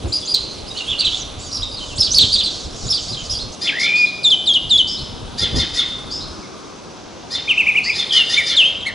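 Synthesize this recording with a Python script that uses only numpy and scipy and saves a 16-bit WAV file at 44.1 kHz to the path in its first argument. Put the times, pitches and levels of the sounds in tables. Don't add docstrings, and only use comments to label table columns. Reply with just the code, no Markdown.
import sys
import numpy as np
from scipy import signal
from scipy.fft import rfft, irfft
from scipy.io import wavfile
from scipy.ndimage import uniform_filter1d

SR = 44100
rng = np.random.default_rng(int(sys.argv[2]) if len(sys.argv) > 2 else 0)


def master(y):
    cut = np.clip(np.atleast_2d(y).T, -1, 1)
    pcm = np.round(cut * 32767)
    wavfile.write(sys.argv[1], SR, pcm.astype(np.int16))


N = 394254


def amp(db):
    return 10 ** (np.asarray(db) / 20)


def rms_one(x):
    return x / np.sqrt(np.mean(x ** 2) + 1e-20)


def in_time(rows):
    return np.interp(np.arange(N) / SR, *np.transpose(rows))


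def at_hz(points, hz):
    point_hz, value = np.array(points)[:, 0], np.array(points)[:, 1]
    return np.interp(np.log(hz), np.log(point_hz), value)


def drift(rate_hz):
    pole = np.exp(-2 * np.pi * rate_hz / SR)
    white = rng.standard_normal(N + SR)
    return rms_one(signal.lfilter([1], [1, -2 * pole, pole * pole], white)[SR:])


def panned(x, pan_db):
    return x * amp(pan_db * np.array([[.5], [-.5]]))


def coloured(x, colour):
    return irfft(rfft(x) * amp(at_hz(colour, np.fft.rfftfreq(N, 1 / SR) + 1)), N)


def stereo_pair(mid, side, alike):
    return np.sqrt(1 + alike) * mid + np.sqrt(1 - alike) * side * np.array([[1], [-1]])


# freq_hz, correlation
CORRELATION = [(60, .9), (230, .4), (700, .75), (1700, .5), (3000, .9), (9000, .5)]


def banded_noise(spectrum, patchy_db, rate_hz, pan):
    out, edges_hz = 0, 25 * 2 ** (np.arange(28) / 3)
    white = rng.standard_normal((2, 2, N))
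    for k, (low, high) in enumerate(zip(edges_hz, edges_hz[1:])):
        hz = np.sqrt(low * high)
        if hz < spectrum[0][0]:
            continue
        band = signal.butter(2, [low, high], "band", fs=SR, output="sos")
        mid, side = signal.sosfilt(band, white[k % 2])
        pair = stereo_pair(mid, side, np.clip(at_hz(CORRELATION, hz), -1, 1))
        gain = amp(at_hz(spectrum, hz) + patchy_db * drift(rate_hz))
        out = out + gain * panned(pair, at_hz(pan, hz))
    return rms_one(out)


# freq_hz, relative density_db (per Hz)
TRAFFIC_COLOUR = [(25, -18), (90, -3.5), (260, 0.5), (750, -6.5), (1060, -11.5), (1330, -3.5), (1600, -30),
                  (1900, -19), (3800, -19), (6100, -17.5), (11000, -67)]
# freq_hz, left_minus_right_db
TRAFFIC_SIDE = [(600, 0.4), (1100, 4), (2000, 1.3), (7000, -3)]
TRAFFIC_DB = -34.5


def traffic():
    return amp(TRAFFIC_DB) * banded_noise(TRAFFIC_COLOUR, patchy_db=1.5, rate_hz=0.88, pan=TRAFFIC_SIDE)


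# time_s, level_db
BABBLE_LEVEL = [(0.0, -39), (2.09, -43), (5.83, -42.5), (7.07, -53), (8.39, -35), (8.94, -54)]
# freq_hz, relative density_db (per Hz)
BABBLE_SPECTRUM = [(2000, -58), (3000, 15), (4200, 8), (5500, -3), (8000, -2.5), (11000, -5)]


def babble():
    side = [(1000, -2.0), (9000, -1.0)]  # freq_hz, left_minus_right_db
    return amp(in_time(BABBLE_LEVEL)) * banded_noise(BABBLE_SPECTRUM, patchy_db=2.5, rate_hz=18.0, pan=side)


# peak_s, level_db, half_length_s (to 1/e)
WIND_GUSTS = [(0.054, -25, 0.051), (1.994, -27, 0.018), (2.237, -23.5, 0.04), (2.88, -29, 0.043),
              (3.126, -26, 0.02), (5.441, -22, 0.029), (5.563, -22, 0.061), (6.394, -25, 0.011)]
# time_s, level_db
BREEZE_LEVEL = [(0, -46.5), (1.3, -36.5), (3.5, -34.5), (3.6, -85), (4.7, -38), (6.3, -39.5), (6.5, -70),
                (8.94, -46)]


def wind():
    t = np.arange(N) / SR
    white = rng.standard_normal((2, N))
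    white = white[0] + .28 * white[1] * [[1], [-1]]
    breeze_band = signal.butter(2, [22, 110], "band", fs=SR, output="sos")
    gust_band = signal.butter(2, [60, 330], "band", fs=SR, output="sos")
    breeze = rms_one(signal.sosfilt(breeze_band, white))
    gust = rms_one(signal.sosfilt(gust_band, breeze + 7 * white))
    puffs = sum(amp(level_db) * np.exp(-((t - peak_s) / half_s) ** 2)
                for peak_s, level_db, half_s in WIND_GUSTS)
    lumps = amp(4 * drift(14))
    return lumps * (amp(in_time(BREEZE_LEVEL)) * breeze + puffs * gust)


def walls(x, early_t60_s, late_t60_s, late_db, alike, gap_s):
    t = np.arange(int(1.2 * SR)) / SR
    mid, side = rng.standard_normal((2, len(t)))
    noise = stereo_pair(mid, side, np.clip(alike, 0, 1))
    dull = signal.sosfilt(signal.butter(2, 6000, fs=SR, output="sos"), noise)
    early = noise * amp(-60 * t / early_t60_s)
    late = dull * amp(late_db - 60 * t / late_t60_s)
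    response = (early + late) * np.clip(t / gap_s, 0, 1) ** 2
    response = response / np.sqrt(np.sum(response ** 2) / 2)
    x = np.interp(np.arange(N) + 1.9 * drift(25), np.arange(N), x)
    return signal.fftconvolve(x[None], response, axes=1)[:, :N]


# freq_hz, gain_db
BREATH_SPECTRUM = [(2000, -25), (3000, -2.5), (5000, 11.5), (7000, 13), (11000, -17)]


def whistles(notes, overtones_db, fade_s, rough, jitter, breath_db):
    out = np.zeros(N)
    flutter, wobble = 1 + rough * drift(370), 1 + jitter * drift(250)
    breath = amp(breath_db) * rms_one(coloured(rng.standard_normal(N), BREATH_SPECTRUM))
    for note in notes:
        time_s, hz, level_db = np.transpose(note)
        at = np.arange(int((time_s[0] - fade_s) * SR), min(int((time_s[-1] + fade_s) * SR), N))
        t = at / SR
        fade = np.clip(np.minimum(t - t[0], t[-1] - t) / (2 * fade_s), 0, 1)
        pitch = uniform_filter1d(np.interp(t, time_s, hz), size=90) * wobble[at]
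        phase = 2 * np.pi * np.cumsum(pitch) / SR
        tone = np.sin(phase) + breath[at]
        for k, below_db in enumerate(overtones_db, start=2):
            open_beak = 1 / (1 + (6750 / (k * pitch)) ** 12)
            below_limit = k * pitch < .45 * SR
            tone += amp(below_db) * open_beak * np.sin(k * phase) * below_limit
        envelope = np.sqrt(2) * amp(np.interp(t, time_s, level_db)) * np.sin(np.pi / 2 * fade) ** 2
        out[at] += envelope * tone * flutter[at]
    return out


# start_s, level_db, pitch_factor
FAR_CALLS = [(3.953, -22, 0.99), (4.87, -21.5, 1.04), (6.106, -23.5, 1.03), (7.833, -21, 0.99)]
# after_start_s, pitch_hz (before the factor), level_db (re call)
FAR_CALL_NOTES = [
    [(0, 4194, -6), (.01, 5060, -10), (.08, 4990, -8)],
    [(.005, 4630, -4), (.085, 4775, -25.5)],
    [(.095, 3400, -10), (.12, 4294, -10.5), (.145, 3420, -27)],
]


def far_sparrow():
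    notes = [np.multiply(note, [1, factor, 1]) + [start_s, 0, level_db]
             for start_s, level_db, factor in FAR_CALLS for note in FAR_CALL_NOTES]
    return whistles(notes, [], fade_s=.005, rough=.25, jitter=.016, breath_db=-18)


# start_s, length_s, top_hz, level_db
NASAL_ARCHES = [(8.361, 0.0627, 2383, -9.5), (8.852, 0.056, 2236, -16.5)]
# level_db (re note, before the throat damps them)
NASAL_OVERTONES = [0, -15, -33, -27]
NASAL_CLIMB_SHARE, NASAL_FALL_SHARE, NASAL_TOP_AT = 0.19, 0.24, 0.317
NASAL_START_DB, NASAL_END_DB = -24, -18.5


def nasal_notes():
    notes = [[(s, hz * (1 - NASAL_CLIMB_SHARE), db + NASAL_START_DB),
              (s + NASAL_TOP_AT * length_s, hz, db),
              (s + length_s, hz * (1 - NASAL_FALL_SHARE), db + NASAL_END_DB)]
             for s, length_s, hz, db in NASAL_ARCHES]
    return whistles(notes, NASAL_OVERTONES, fade_s=.005, rough=.12, jitter=.002, breath_db=-28)


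# time_s, pitch_hz, level_db
TRILL_OUTLINES = [
    [(3.72, 1554, -30.5), (3.77, 1874, -26.5), (3.82, 2110, -21.5), (3.88, 2303, -19.5), (3.93, 2383, -16),
     (3.968, 2475, -14.5), (4.05, 2426, -13), (4.06, 2440, -39)],
    [(8.09, 2900, -29), (8.1, 3957, -34), (8.11, 3290, -19), (8.17, 3054, -12), (8.23, 2714, -14)],
]
# pulses_hz, pulse_phase_reference_s, pitch_swing_share, pitch_lead_rad, plain_whistle_from_s
TRILL_PULSES = [(65.3, 4.6, 0.058, 0.5, 3.96), (71.3, 8.125, 0.056, 4.5, 8.22)]


def trills(pulse_depth):
    out = np.zeros(N)
    for note, (beat_hz, reference_s, swing, lead_rad, steady_s) in zip(TRILL_OUTLINES, TRILL_PULSES):
        time_s, hz, level_db = np.transpose(note)
        at = np.arange(int(time_s[0] * SR), int(time_s[-1] * SR))
        t = at / SR
        depth = np.clip((steady_s - t) / 0.086, 0, 1)
        cycle = 2 * np.pi * beat_hz * (t - reference_s)
        pitch = np.interp(t, time_s, hz) * (1 + swing * depth * np.cos(cycle + lead_rad))
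        fade = np.clip(np.minimum(t - t[0], t[-1] - t) / 0.0067, 0, 1)
        phase = 2 * np.pi * np.cumsum(pitch) / SR
        tone = np.sin(phase) + amp(-36) * np.sin(3 * phase)
        pulse = 1 + pulse_depth * depth * np.cos(cycle)
        out[at] = np.sqrt(2) * amp(np.interp(t, time_s, level_db)) * pulse * fade * tone
    return out


STRIKE_HZ, KNEE_HZ = (5140, 5500), (3716, 3430)
STRIKE_DB, DROP_S = -18.5, 0.016
DROP_EARLY_SHARE, SAG_EARLY_SHARE, SAG_END_DB = .75, 0.81, -2


def drop(start_s, end_s, strike_hz, knee_hz, last_hz, db):
    knee_s = start_s + DROP_S
    mid_drop_hz = strike_hz + DROP_EARLY_SHARE * (knee_hz - strike_hz)
    mid_sag_hz = knee_hz + SAG_EARLY_SHARE * (last_hz - knee_hz)
    return [(start_s, strike_hz, db + STRIKE_DB),
            (start_s + DROP_S / 2, mid_drop_hz, db + STRIKE_DB / 2),
            (knee_s, knee_hz, db),
            ((knee_s + end_s) / 2, mid_sag_hz, db),
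            (end_s, last_hz, db + SAG_END_DB)]


# start_s, first_length_s, second_after_s, first_last_hz, second_last_hz, level_db
SONG_COUPLETS = [(4.23, 0.061, 0.07, 3490, 3000, -9.5), (4.457, .074, 0.076, 3210, 2845, -11.5),
                 (4.692, 0.0787, .081, 3360, 2960, -10)]
PICKUP_HZ, PICKUP_S, PICKUP_DB = 3404, 0.00463, -24
SECOND_NOTE_S = 0.0461


def couplets():
    notes = []
    for s, length_s, after_s, first_hz, second_hz, db in SONG_COUPLETS:
        pickup = [(s, PICKUP_HZ, db + PICKUP_DB)]
        notes.append(pickup + drop(s + PICKUP_S, s + length_s, STRIKE_HZ[0], KNEE_HZ[0], first_hz, db))
        second_s = s + after_s
        notes.append(drop(second_s, second_s + SECOND_NOTE_S, STRIKE_HZ[1], KNEE_HZ[1], second_hz, db))
    return notes


# break_s, climb_s, climb_top_hz, climb_db, fall_top_hz, fall_db
WARBLE_BREAKS = [(7.49, 0.017, 2530, -14.5, 3270, -9), (7.588, 0.018, 2690, -6.5, 3020, -9.5),
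                 (7.679, 0.018, 2430, -7, 2810, -9), (7.768, 0.022, 2416, -8, 2956, -10),
                 (7.891, 0.039, 2164, -17.5, 2686, -12)]
WARBLE_CLIMB_SHARE, WARBLE_SWELL_DB, WARBLE_BREAK_S = 0.197, 24.5, 0.0021
WARBLE_FALL_HZ_PER_S, WARBLE_LOW_HZ = 25000, 1990
WARBLE_FALL_START_DB, WARBLE_FALL_END_DB = -7, -24


def warble():
    notes = []
    for s, climb_s, climb_hz, climb_db, fall_hz, fall_db in WARBLE_BREAKS:
        notes.append([
            (s - climb_s, climb_hz * (1 - WARBLE_CLIMB_SHARE), climb_db - WARBLE_SWELL_DB),
            (s - climb_s / 2, climb_hz * (1 - WARBLE_CLIMB_SHARE / 4), climb_db - WARBLE_SWELL_DB / 4),
            (s - WARBLE_BREAK_S, climb_hz, climb_db)])
        fall_s = (fall_hz - WARBLE_LOW_HZ) / WARBLE_FALL_HZ_PER_S
        notes.append([
            (s, fall_hz, fall_db + WARBLE_FALL_START_DB),
            (s + fall_s / 2, (fall_hz + WARBLE_LOW_HZ) / 2, fall_db),
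            (s + fall_s, WARBLE_LOW_HZ, fall_db + WARBLE_FALL_END_DB)])
    return notes


# time_s, pitch_hz, level_db
SONG_OUTLINES = [
    [(3.668, 1940, -26), (3.683, 3410, -16), (3.697, 2320, -14.5), (3.72, 1550, -47)],
    [(8.555, 5640, -48), (8.57, 3734, -11), (8.6, 3050, -8), (8.63, 2560, -14), (8.655, 3136, -13),
     (8.71, 3260, -23.5)],
    [(8.805, 4050, -39), (8.84, 3040, -25)],
    [(8.848, 3120, -42), (8.871, 4420, -26.5), (8.895, 3600, -34)],
    [(6.427, 2270, -46), (6.46, 2080, -47)],
]
# level_db (re note, before the throat damps them)
SONG_OVERTONES = [-16.5, -36]


def songbird():
    notes = list(SONG_OUTLINES) + couplets() + warble()
    song = whistles(notes, SONG_OVERTONES, fade_s=.004, rough=.07, jitter=.002, breath_db=-35)
    return song + trills(pulse_depth=.65) + nasal_notes()


# start_s, level_db
SCOLD_CALLS = [(3.607, -21), (3.788, -19.5), (5.375, -18.5), (5.549, -18.5), (5.735, -17.5), (7.301, -22.5),
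               (7.943, -21), (8.118, -16.5), (8.286, -17), (8.456, -18)]
# after_start_s, pitch_hz (before detune), throat_resonance_hz, level_db (re call)
SCOLD_OUTLINE = [(0, 575, 4860, -19.5), (.012, 609.5, 4830, -4.5), (.034, 645, 5150, -7),
                 (.039, 695, 3800, -5), (.058, 720, 3700, 0), (.074, 615, 3050, -6), (0.1, 505, 2450, -10)]
# freq_hz, gain_db
SCOLD_SPECTRUM = [(1000, -37), (1500, -8), (2150, -7), (2750, -20), (3600, 0), (4400, -5), (7000, -7),
                  (8500, -24), (10300, -15)]


def scolds(throat_width_hz, throat_db, jitter, hiss_db, rasp_db):
    out, wobble = np.zeros(N), drift(280)
    hiss = rms_one(coloured(rng.standard_normal(N), SCOLD_SPECTRUM))
    time_s, hz, throat_hz, shape_db = np.transpose(SCOLD_OUTLINE)
    t = np.arange(int(time_s[-1] * SR)) / SR
    k = np.arange(2, 19)[:, None]
    beak = 1 / (1 + (t / .062) ** 6)
    breathy, bright = amp(hiss_db) * beak, np.where(k > 7, beak, 1)
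    chances = rng.standard_normal((len(SCOLD_CALLS), 2))
    for (start_s, level_db), (detune, turn) in zip(SCOLD_CALLS, chances):
        at = int(start_s * SR) + np.arange(len(t))
        pitch = np.interp(t, time_s, hz) * (1 + 0.0099 * detune + jitter * wobble[at])
        phase = 2 * np.pi * np.cumsum(pitch) / SR
        off_throat_hz = k * pitch - np.interp(t, time_s, throat_hz)
        lift_db = throat_db / (1 + (off_throat_hz / throat_width_hz) ** 2)
        rasp = rms_one(uniform_filter1d(rng.standard_normal((len(k), len(t))), size=260))
        gain = amp(at_hz(SCOLD_SPECTRUM, k * pitch) + lift_db + rasp_db * rasp) * bright
        buzz = np.sum(gain * np.sin(k * phase + turn * k * k), axis=0)
        out[at] += amp(level_db + np.interp(t, time_s, shape_db)) * (rms_one(buzz) + breathy * hiss[at])
    return out


SCENE_CHANGE_S = 3.55
# level_db (re note, before the throat damps it)
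FLOCK_OVERTONES = [-21]


def flock_chatter(level_db, spread_db):
    start, height, slope, size, loud = rng.random((45, 5)).T
    starts_s, tops_hz = SCENE_CHANGE_S * start + 0.014, 4200 * 1.9 ** height
    lengths_s, levels_db = 0.043 + 0.14 * size, level_db - spread_db * loud
    notes = []
    for s, hz, rise, length_s, db in zip(starts_s, tops_hz, slope, lengths_s, levels_db):
        notes.append([(s, hz * (1 - 0.13 * rise), db + 0.5),
                      (s + 0.29 * length_s, hz, db),
                      (s + length_s, hz * 0.59, db + 1.0)])
    return whistles(notes, FLOCK_OVERTONES, fade_s=0.0046, rough=0.072, jitter=0.0293, breath_db=-8.0)


# start_s, climb_s, hold_s, pitch_hz, level_db
FLOCK_HELD = [(0.123, 0.0072, 0.045, 4880, -20.5), (0.273, 0.014, 0.043, 4850, -22.5),
              (0.666, .01, 0.023, 5000, -36), (1.41, 0.023, 0.058, 4690, -41),
              (1.513, 0.013, 0.095, 4950, -29.5), (1.714, 0.0065, 0.042, 4860, -34),
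              (3.079, .008, 0.037, 4870, -29), (3.389, 0.015, 0.026, 4264, -28)]
HELD_CLIMB_SHARE, HELD_SOFT_START_DB = 0.22, -2
# start_s, length_s, top_hz, climb_share, fall_share (of top_hz), level_db
FLOCK_ARCHES = [(0.766, 0.028, 4640, .25, 0.36, -25), (0.872, 0.071, 3610, .15, 0.23, -19.5),
                (0.985, 0.037, 4670, .12, 0.27, -15), (1.039, 0.04, 4095, 0.25, 0.3, -14.5),
                (1.62, 0.024, 3880, 0.18, 0.048, -21), (1.764, 0.032, 4530, 0.12, 0.26, -28.5),
                (2.315, 0.051, 4990, 0.19, 0.33, -12.5), (2.373, 0.046, 4225, .2, 0.31, -15.5),
                (3.122, 0.029, 4340, 0.18, 0.23, -25.5), (2.463, 0.025, 4280, 0.3, 0.26, -22),
                (3.299, .06, 5880, 0.12, 0.26, -25)]
ARCH_TOP_AT, ARCH_START_DB, ARCH_END_DB = 0.41, -11, -3.5
# start_s, length_s, from_hz, to_hz, level_db, swell_db
FLOCK_SLIDES = [(0.224, 0.018, 3390, 3490, -32, 2), (0.25, 0.019, 5700, 7250, -31.5, 6),
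                (0.34, 0.0078, 4920, 4284, -13, 12), (0.344, 0.0394, 4190, 3880, -21, -14),
                (0.348, .025, 3900, 2930, -29.5, -7), (0.701, 0.021, 3670, 3960, -32.5, 7),
                (0.75, 0.037, 2840, 3250, -34, 2), (0.783, 0.028, 3420, 2730, -30.5, 16),
                (1.005, 0.037, 2940, 2620, -30, 1), (1.113, 0.023, 3140, 3490, -25.5, 10),
                (1.145, 0.011, 3640, 3260, -24.5, -24), (1.175, 0.049, 7700, 5670, -34, 13),
                (1.525, 0.046, 5650, 5460, -26.5, 2), (1.569, 0.0074, 5040, 3800, -25, -2),
                (1.659, 0.025, 3760, 3770, -35, 9), (1.804, 0.045, 3107, 3046, -34, -3),
                (1.956, 0.035, 6900, 9300, -35, -3), (2.106, 0.0217, 5470, 6250, -17, 4),
                (2.127, 0.013, 6060, 9300, -28, -20), (2.436, 0.029, 4840, 3850, -21.5, -9),
                (2.458, 0.016, 4080, 3970, -18, -6), (2.867, 0.017, 6780, 7120, -31, -2),
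                (3.171, 0.066, 3190, 2950, -35.5, -12), (3.297, 0.086, 5120, 4800, -26, -7),
                (3.333, 0.032, 3380, 3230, -35, -2)]
# start_s, level_db
CHIRRUP_CALLS = [(1.976, -18), (2.881, -20.5)]
# after_start_s, pitch_hz, level_db (re call)
CHIRRUP_OUTLINE = [(0, 3540, -6.5), (.017, 5590, -3), (.028, 5190, 4.5), (.04, 5244, 4.5),
                   (.048, 3310, -2.5), (.063, 4850, 2), (.083, 4385, -4.5), (.107, 2920, -6)]
# time_s, pitch_hz, level_db
LOUDEST_CHIRP = [(2.132, 3140, -39), (2.148, 4710, -8.5), (2.157, 5930, -21), (2.165, 4550, -14.5),
                 (2.185, 4370, -7), (2.193, 3223, -16), (2.213, 4236, -10), (2.24, 3084, -14)]


def flock_notes():
    notes = [[(s, hz * (1 - HELD_CLIMB_SHARE), db + HELD_SOFT_START_DB),
              (s + climb_s, hz, db),
              (s + climb_s + hold_s, hz, db)]
             for s, climb_s, hold_s, hz, db in FLOCK_HELD]
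    notes += [[(s, hz * (1 - climb), db + ARCH_START_DB),
               (s + ARCH_TOP_AT * length_s, hz, db),
               (s + length_s, hz * (1 - fall), db + ARCH_END_DB)]
              for s, length_s, hz, climb, fall, db in FLOCK_ARCHES]
    notes += [[(s, from_hz, db - swell_db / 2), (s + length_s, to_hz, db + swell_db / 2)]
              for s, length_s, from_hz, to_hz, db, swell_db in FLOCK_SLIDES]
    notes += [np.add(CHIRRUP_OUTLINE, [s, 0, db]) for s, db in CHIRRUP_CALLS]
    return notes + [LOUDEST_CHIRP]


# time_s, left_minus_right_db
FLOCK_SIDE = [(0, 1), (.6, -3.5), (1.3, -2.5), (1.7, -2), (3.55, -1.8)]


def flock():
    birds = whistles(flock_notes(), FLOCK_OVERTONES, fade_s=.004, rough=.35, jitter=.013, breath_db=-24)
    birds = birds + flock_chatter(level_db=-40, spread_db=8)
    echoes = walls(birds, early_t60_s=0.061, late_t60_s=0.68, late_db=-14.5, alike=0.96, gap_s=0.01)
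    before_change = np.arange(N) < SCENE_CHANGE_S * SR
    return panned(birds + amp(-4.0) * echoes, in_time(FLOCK_SIDE)) * before_change


ROOF_PAN_DB = 0.5


def scene():
    song, far = songbird(), far_sparrow()
    sparrows = scolds(throat_width_hz=380, throat_db=15, jitter=.006, hiss_db=-13, rasp_db=3.5)
    to_walls = amp(-9.0) * song + sparrows + amp(1.0) * far
    echoes = walls(to_walls, early_t60_s=0.074, late_t60_s=0.9, late_db=-15, alike=1.0, gap_s=0.011)
    roof = panned(song + sparrows + far + echoes, ROOF_PAN_DB)
    return flock() + roof + babble() + traffic() + wind()


# freq_hz, right_lead_rad
PORT_LEAD = [(60, .3), (500, 1.1), (1200, .7), (3000, .35), (4500, 0)]
CUTOFF_HZ = 11050


def record(dry):
    hz = np.fft.rfftfreq(N, 1 / SR) + 1
    turn = np.exp(.5j * at_hz(PORT_LEAD, hz) * [[-1], [1]])
    shading_db = -3 / (1 + (8300 / hz) ** 10)
    ports = irfft(panned(rfft(dry) * turn, shading_db), N)
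    lowpass = signal.ellip(12, .5, 70, CUTOFF_HZ, fs=SR, output="sos")
    return np.clip(signal.sosfilt(lowpass, ports), -1, 1)


dry = scene()
out = record(dry)
master(out)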